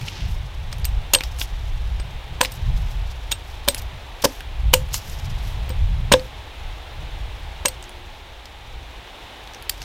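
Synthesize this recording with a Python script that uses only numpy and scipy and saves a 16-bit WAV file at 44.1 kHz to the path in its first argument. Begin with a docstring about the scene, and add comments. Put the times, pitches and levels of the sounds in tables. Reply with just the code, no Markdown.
"""A small hatchet scuffs off the ground in a wood, then lops twigs off a green stick standing on a log.
From 0.7 s, each blow knocks the stick, cracks its fibres and rings the steel head. Some jolt the stick
on the log, and cut twigs tick and rustle as they fall. A faint hum passes near 8 s, after the last blow,
and one last sharp woody tap sounds near the end. All along, wind rumbles on the close microphone over
the steady hush of the trees."""
import sys
import numpy as np
from scipy import signal
from scipy.fft import rfft, irfft, next_fast_len
from scipy.io import wavfile
from scipy.ndimage import uniform_filter1d, map_coordinates

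SR = 44100
rng = np.random.default_rng(int(sys.argv[2]) if len(sys.argv) > 2 else 0)


def waveform_to_disk(signal):
    """Save audio, clipped to [-1, 1], as 16-bit WAV at the path in sys.argv[1]."""
    frames = np.transpose(np.atleast_2d(signal))
    scaled = np.clip(frames, -1, 1) * 32767
    samples = np.round(scaled).astype(np.int16)
    wavfile.write(sys.argv[1], SR, samples)


N = 433944

# Each row: bite time in seconds, seconds the edge touches before that, crack level in dB, tearing time
# in seconds, tilt (brightness) in dB per octave, splinter pitch in Hz, knock level in dB, ping level
# in dB, seconds the head rings freely, its lower tones' gain in dB.
BLOWS = [(0.727, 0.013, -19, 0.0014, -3, 5160, -46, -44, .013, -3),
         (.852, 0.0069, -12.5, 0.00098, 2.5, 13200, -52, -31.5, .05, 0),
         (1.1347, 0.00023, -3, .005, 0, 12500, -20, -14.5, 0.0087, 7),
         (1.147, 0.013, -2.5, 0.0049, -0.5, 3150, -49, -14.5, 0.057, -19),
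         (1.998, 0.0039, -24, .002, -5, 5100, -50, -41, .02, -7),
         (2.412, 0.0048, 0.5, 0.0022, -1, 1530, -17.5, -21.5, .022, 0),
         (2.519, 0.0091, -24.5, 0.0012, 8.5, 5030, -55, -42, .015, -9),
         (3.3164, .0047, -8, 0.0013, 0.5, 3630, -37, -23.5, .044, 6.5),
         (3.685, 0.0078, 1.5, 0.0014, 3, 3800, -17, -20.5, .027, -12),
         (4.2415, 0.0032, -7.5, 0.013, 2, 5260, -20, -45, .011, -3),
         (4.7368, 0.0056, 3, 0.0045, 2.7, 2900, -29, -23, 0.056, 8),
         (5.702, 0.023, -17, 0.0018, -8.5, 5200, -39.5, -44, .033, -12),
         (6.1207, .0046, 6, 0.0017, -4.5, 5500, -9.5, -16, 0.019, 8),
         (7.6557, 0.0044, -6, 0.0038, 0, 5740, -18.5, -15, .085, -1.5)]
def chops():
    """The edge scores the bark and knocks the stick, then bites in with a louder crack."""
    track, t = np.zeros(N), np.arange(SR // 3) / SR
    for bite, lead, db, tearing, tilt_db, hz, knock_db, *_ in BLOWS:
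        touch = bite - lead
        add(track, touch, crack(t, db - 19, lead, tilt_db, hz=3100))
        add(track, touch + 0.000746, knock(t, knock_db, knock_db, knock_db - 10))
        add(track, bite, crack(t, db, tearing, tilt_db, hz))
    return track


def crack(t, db, tearing, tilt_db, hz):
    """A sharp, woody crack from the stick; weaker ones die away more slowly."""
    fade = 0.0098 * amp(-0.31 * db)
    return snap(t, db, tearing, fade, tilt_db, hz, tail_db=-19.5, splinter_db=6)


# The tone of breaking fibres. Each row: frequency in Hz, relative level in dB.
FIBRE_TONE = [(700, -8.5), (1500, -1.5), (2800, 4), (4500, 1), (8000, -4), (12500, -8), (15000, -4.5),
              (16200, -38)]
def snap(t, db, tearing, fade, tilt_db, hz, tail_db, splinter_db):
    """Breaking fibres make rough noise that holds while wood tears, dies fast and rings a splinter."""
    roughness = amp(1.5 * unit(uniform_filter1d(rng.standard_normal(len(t)), size=30)))
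    since_torn = np.maximum(t - tearing, 0)
    attack = 1 - np.exp(-t / (0.0001 + 0.079 * tearing))
    decay = amp(-60 * since_torn / fade) + amp(tail_db - 60 * since_torn / 0.11)
    burst = attack * decay * coloured(roughness * rng.standard_normal(len(t)), FIBRE_TONE, tilt_db)
    splinter = lambda f: 1 + amp(splinter_db) * .12j * f * hz / (hz * hz - f * f + .12j * f * hz)
    return amp(db - 9) * filtered(burst, splinter)


# The stick's low, high and middle tones. Each row: pitch in Hz, level in dB, seconds to fade by 60 dB.
THUD_TONES = [(168, 3, 0.0056), (291, -5, 0.029), (413, 0.5, .025)]
CLACK_TONES = [(910, -12, 0.066), (991, 6, 0.02), (1655, -1.5, 0.023), (2150, -0.5, 0.0077)]
STICK_TONES = [(569.5, 12.5, 0.075)]
def knock(t, thud_db, clack_db, stick_db):
    """The struck stick vibrates with a low thud, a high clack and a note in between."""
    thud = amp(thud_db) * ring(THUD_TONES, t, spread_db=1.3)
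    clack = amp(clack_db) * ring(CLACK_TONES, t, spread_db=1.5)
    note = amp(stick_db) * ring(STICK_TONES, t, spread_db=0.85)
    return -(thud + clack + note)


# The head's top and lower tones. Each row: pitch in Hz, level in dB, seconds to fade by 60 dB.
TOP_STEEL_TONES = [(8394, 2.5, 0.082)]
LOWER_STEEL_TONES = [(6790, 1.5, 0.027), (2735, -8, 0.081)]
def steel_head():
    """The steel head pings at each blow and is soon damped."""
    track, t = np.zeros(N), np.arange(SR // 5) / SR
    for bite, *_, db, free, lower_db in BLOWS:
        damping = amp(-60 * np.maximum(t - free, 0) / 0.011) + amp(-16)  # a little rings on
        top = ring(TOP_STEEL_TONES, t, spread_db=0.79)
        lower = amp(lower_db) * ring(LOWER_STEEL_TONES, t, spread_db=1.0)
        add(track, bite + 0.001189, amp(db) * damping * (top + lower))
    return track


# Each row: start in seconds, level in dB, seconds before it fades, tilt in dB per octave, pitch in Hz.
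CRACKS_AND_TAP = [(2.43, -21.5, .011, 5, 3970), (2.448, -10.5, 0.0026, -3, 2560),
                  (3.323, -11.5, 0.0013, -1, 3660), (6.1245, -8, 0.0053, 0.5, 2930),
                  (6.1365, -2, 0.0033, -4, 3770), (7.682, -17, .0047, 5, 4400),
                  (9.6947, -8, 0.0025, 5, 4630)]
def cracks_and_tap():
    """The wood cracks again just after some blows; the last row is a sharp tap on the stick's end."""
    track, t = np.zeros(N), np.arange(SR // 3) / SR
    for start, *settings in CRACKS_AND_TAP:
        add(track, start, crack(t, *settings))
    return track


# The log's tones. Each row: pitch in Hz, level in dB, seconds to fade by 60 dB.
LOG_TONES = [(517, 4, 0.12), (514, -19, 0.25)]
# Each row: start in seconds, then thud, clack and log levels in dB.
JOLTS = [(1.158, -31, -23, -27.5), (2.412, -24, -11, -20.5), (2.43, -29, -21.5, -40),
         (3.686, -17, -24, -31), (4.2435, -22, -10.5, -12.5), (4.2542, -5.5, -12.5, -14),
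         (4.7362, -14.5, -4, -12), (4.943, -44, -31, -50), (5.7, -41, -49, -31.5), (6.133, -10, -11.5, -26),
         (6.1395, -10, -7.5, -4.5), (7.658, -24, -18, -27.5)]
def jolts():
    """The foot of the stick jolts on the log, and both ring."""
    track, t = np.zeros(N), np.arange(SR // 3) / SR
    for start, thud_db, clack_db, log_db in JOLTS:
        stick = knock(t, thud_db, clack_db, clack_db - 23)
        log = amp(log_db) * ring(LOG_TONES, t, spread_db=1.0)
        add(track, start, stick - log)
    return track


# Each row: start in seconds, level in dB, splinter pitch in Hz.
TWIG_TICKS = [(.013, -26, 2330), (0.083, -20, 2850), (.783, -36, 11000), (.797, -38, 11000),
              (.845, -23, 5100), (1.186, -25.5, 4000), (1.207, -15, 2430), (1.236, -16, 5450),
              (1.3874, -25, 8000), (1.411, -17.5, 5100), (1.415, -14.5, 3200), (2.456, -18.5, 5100),
              (2.539, -34, 12000), (3.746, -15.5, 10400), (3.765, -29, 3200), (3.7698, -30, 2800),
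              (3.817, -33, 12500), (3.821, -32, 13000), (4.225, -22, 5230), (4.406, -25, 1590),
              (4.405, -32, 11000), (4.875, -44, 11100), (4.887, -41, 11000), (4.921, -36, 4000),
              (4.942, -9, 7150), (4.958, -34, 4470), (5.097, -33, 7000), (5.693, -27, 14500),
              (6.1946, -30, 4530), (6.198, -45, 12000), (7.826, -29.5, 7940), (7.84, -33, 6500),
              (7.893, -32.5, 10000), (8.455, -30, 5470), (9.474, -33, 4000), (9.535, -32, 6000),
              (9.546, -29, 5700), (9.624, -31, 11300), (9.818, -23, 5300), (9.827, -31, 6000)]
def twig_ticks():
    """Twigs and chips snap and land with tiny clicks."""
    track, t = np.zeros(N), np.arange(SR // 10) / SR
    for start, db, hz in TWIG_TICKS:
        tilt_db = -3 + 2 * np.log2(hz / 4000)  # thinner, higher splinters sound brighter
        add(track, start, snap(t, db, 0.0014, 0.0073, tilt_db, hz, tail_db=-13, splinter_db=10))
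    return track


# Each row: time of the peak in seconds, level in dB, rise time in seconds.
TWIG_SWEEPS = [(.31, -48.5, .035), (1.25, -51, 0.042), (1.42, -32.5, 0.029), (2.8, -55, 0.069),
               (2.92, -53, 0.037), (3.5, -54.5, 0.054), (3.72, -49, .021), (4.33, -48, .1),
               (5.1, -44.5, 0.076), (5.48, -47.5, 0.061), (6.24, -53, .055)]
TWIG_SLAPS = [(2.555, -45, 0.0066), (3.781, -33, .0055), (4.223, -31, .0027), (4.944, -27.5, 0.012)]
GROUND_SCUFF = [(.083, -29, 0.0084), (.2, -38, 0.15)]
def brushing():
    """Leafy twigs sweep past and slap down; the hatchet drags off the ground with a duller scuff."""
    sweeps = swishes(TWIG_SWEEPS, fall_ratio=0.83, tilt_db=5.5)
    slaps = swishes(TWIG_SLAPS, fall_ratio=2.9, tilt_db=5.5)
    scuff = swishes(GROUND_SCUFF, fall_ratio=0.58, tilt_db=-10.5)
    return sweeps + slaps + scuff


# The tone of leaves. Each row: frequency in Hz, relative level in dB.
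LEAF_TONE = [(800, -24.5), (3000, 5.5), (5500, 9), (9000, -4), (13000, -2), (16500, -16)]
def swishes(rows, fall_ratio, tilt_db):
    """Brushed leaves crackle in bursts that swell and fade."""
    track, t = np.zeros(N), np.arange(N) / SR
    leaves = crackle(click_gain=0.91) * amp(wobble(120))
    for peak, db, rise in rows:
        fall = fall_ratio * rise
        near = slice(max(round((peak - 3 * rise) * SR), 0), round((peak + 3 * fall) * SR))
        width = np.where(t[near] < peak, rise, fall)
        swell = np.exp(-((t[near] - peak) / width) ** 2)
        track[near] += amp(db) * swell * coloured(leaves[near], LEAF_TONE, tilt_db)
    return track


# Each row: time in seconds, rustle level in dB.
RUSTLE_LEVELS = [(0.0, -46), (0.41, -58.5), (1.18, -59), (1.34, -51.5), (1.75, -57), (2.33, -63),
                 (2.55, -54), (4.77, -64.5), (4.96, -48.5), (6.0, -63.5), (9.56, -63), (9.84, -51)]
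def rustle():
    """Leaves brush together in a quiet, fluttering rustle."""
    flutter_db = 0.83 * wobble(25) + 3.94 * wobble(90)
    return amp(curves(RUSTLE_LEVELS)[0] + flutter_db) * coloured(crackle(click_gain=0.95), LEAF_TONE)


def crackle(click_gain):
    """Hiss with about 500 leaf clicks a second, uneven in size."""
    clicks = (rng.random(N) < 500 / SR) * amp(3.6 * rng.standard_normal(N))
    clicks *= np.sign(rng.standard_normal(N))
    return rng.standard_normal(N) + click_gain * unit(clicks)


def echo(sound):
    """The ground and the trees around give a short, dull answer."""
    t = np.arange(SR // 3) / SR
    tone = [(300, -1), (2800, -22.5), (6000, -7.5), (14000, -15)]  # Hz, dB
    tail = coloured(rng.standard_normal(len(t)), tone) * amp(-60 * t / 0.23)
    return signal.fftconvolve(sound, tail / np.linalg.norm(tail))[:N]


# Each row: time in seconds, deep rumble level in dB, upper rumble level in dB.
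WIND_LEVELS = [(0.0, -34, -33), (0.27, -29.5, -36.5), (0.85, -24.5, -37), (1.23, -30.5, -47),
               (1.81, -23.5, -39), (2.46, -35, -40.5), (2.77, -23, -33), (3.4, -36.5, -53.5),
               (3.86, -30.5, -43), (4.36, -42, -57), (4.57, -29.5, -43), (4.68, -20, -32.5),
               (4.79, -30, -34.5), (5.42, -28, -36.5), (5.86, -24.5, -36), (6.05, -25.5, -28.5),
               (6.19, -34.5, -38), (6.52, -34, -52), (7.01, -31.5, -43.5), (7.64, -35.5, -54),
               (7.81, -40, -53.5), (8.3, -42, -56), (8.74, -41, -58), (9.43, -43.5, -55), (9.84, -38, -56)]
# The tones of the two rumbles. Each row: frequency in Hz, relative level in dB.
DEEP_TONE = [(8.8, -52), (15, -4.5), (54, 2), (85, -8.5), (120, -15.5), (200, -120)]
UPPER_TONE = [(35, -40), (60, -10), (92, -1.5), (142, -6), (260, -31.5), (340, -63), (570, -120)]
def wind():
    """Gusts buffet the microphone with a lumpy rumble."""
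    deep_db, upper_db = curves(WIND_LEVELS)
    gust = wobble(9)
    deep = amp(deep_db + 3 * gust) * coloured(rng.standard_normal(N), DEEP_TONE)
    upper = amp(upper_db + 2.1 * gust + 3 * wobble(23)) * coloured(rng.standard_normal(N), UPPER_TONE)
    return deep + upper


# The tone of the trees. Each row: frequency in Hz, relative level in dB.
TREE_TONE = [(120, -11), (200, -9.5), (334, -6.5), (569, -5.5), (867, -1), (1000, -5.5), (1370, -9.5),
             (2210, -8), (3690, -8), (4680, -19), (7970, -28.5), (13100, -33), (16000, -33)]
def trees():
    """Far trees make a smooth hush whose level sways a little."""
    return amp(-42 + 0.7 * wobble(1.826)) * coloured(rng.standard_normal(N), TREE_TONE)


# Each row: time in seconds, level in dB, pitch in Hz.
PASSING_HUM = [(7.74, -80, 363), (7.8, -50.5, 359), (8.03, -53, 359), (8.12, -70, 359.3)]
def hum():
    """A faint, wavering tone swells briefly, with a weaker one an octave below."""
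    db, hz = curves(PASSING_HUM)
    phase = 2 * np.pi * np.cumsum(hz + 1.09 * wobble(13)) / SR
    return amp(db) * (np.sin(phase) + 0.49 * np.sin(phase / 2))


def ring(tones, t, spread_db):
    """A struck object's fading tones, each a little louder or softer on every strike."""
    attack = 1 - np.exp(-t / 0.00073)
    return attack * sum(amp(db + spread_db * rng.standard_normal() - 60 * t / fade)
                        * np.sin(2 * np.pi * hz * t) for hz, db, fade in tones)


def amp(db):
    """Turns decibels into a gain."""
    return 10 ** (np.asarray(db) / 20)


def unit(x):
    """Scales x to an average power of 1."""
    return x / np.sqrt(np.mean(x ** 2) + 1e-20)


def curves(rows):
    """One value per sample for each column after the time."""
    times, *columns = np.transpose(rows)
    return [np.interp(np.arange(N) / SR, times, column) for column in columns]


def wobble(rate):
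    """A smooth curve through `rate` random points a second."""
    return map_coordinates(rng.standard_normal(int(N * rate / SR) + 4), [np.arange(N) * rate / SR])


def filtered(x, response):
    """Scales each frequency in x by response(frequency)."""
    size = next_fast_len(len(x) + 8192)
    return irfft(rfft(x, size) * response(np.fft.rfftfreq(size, 1 / SR)), size)[:len(x)]


def coloured(x, tone, tilt_db=0):
    """Gives x a tone, tilted by tilt_db per octave around 4 kHz, at an average power of 1."""
    points_hz, points_db = np.transpose(tone)
    def response(hz):
        db = np.interp(np.log(hz + 1), np.log(points_hz + 1), points_db)
        return amp(db + tilt_db * np.log2((hz + 200) / 4000))
    return unit(filtered(x, response))


def add(track, start, sound):
    """Lays a sound on the track at `start` seconds."""
    part = track[round(start * SR):][:len(sound)]
    part += sound[:len(part)]


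def scene():
    """Mixes every source into one channel; only the struck wood echoes."""
    wood = chops() + cracks_and_tap() + jolts()
    chopping = wood + amp(-21) * echo(wood) + steel_head()
    twigs = twig_ticks() + brushing() + rustle()
    return (chopping + twigs + wind() + trees() + hum())[None]


def record(dry):
    """The loudest blows clip softly, and everything above 15900 Hz is cut."""
    clipped = dry[0] / (1 + np.abs(dry[0]) ** 8) ** (1 / 8)
    return filtered(clipped, lambda hz: hz < 15900)[None]


dry = scene()
out = record(dry)
waveform_to_disk(out)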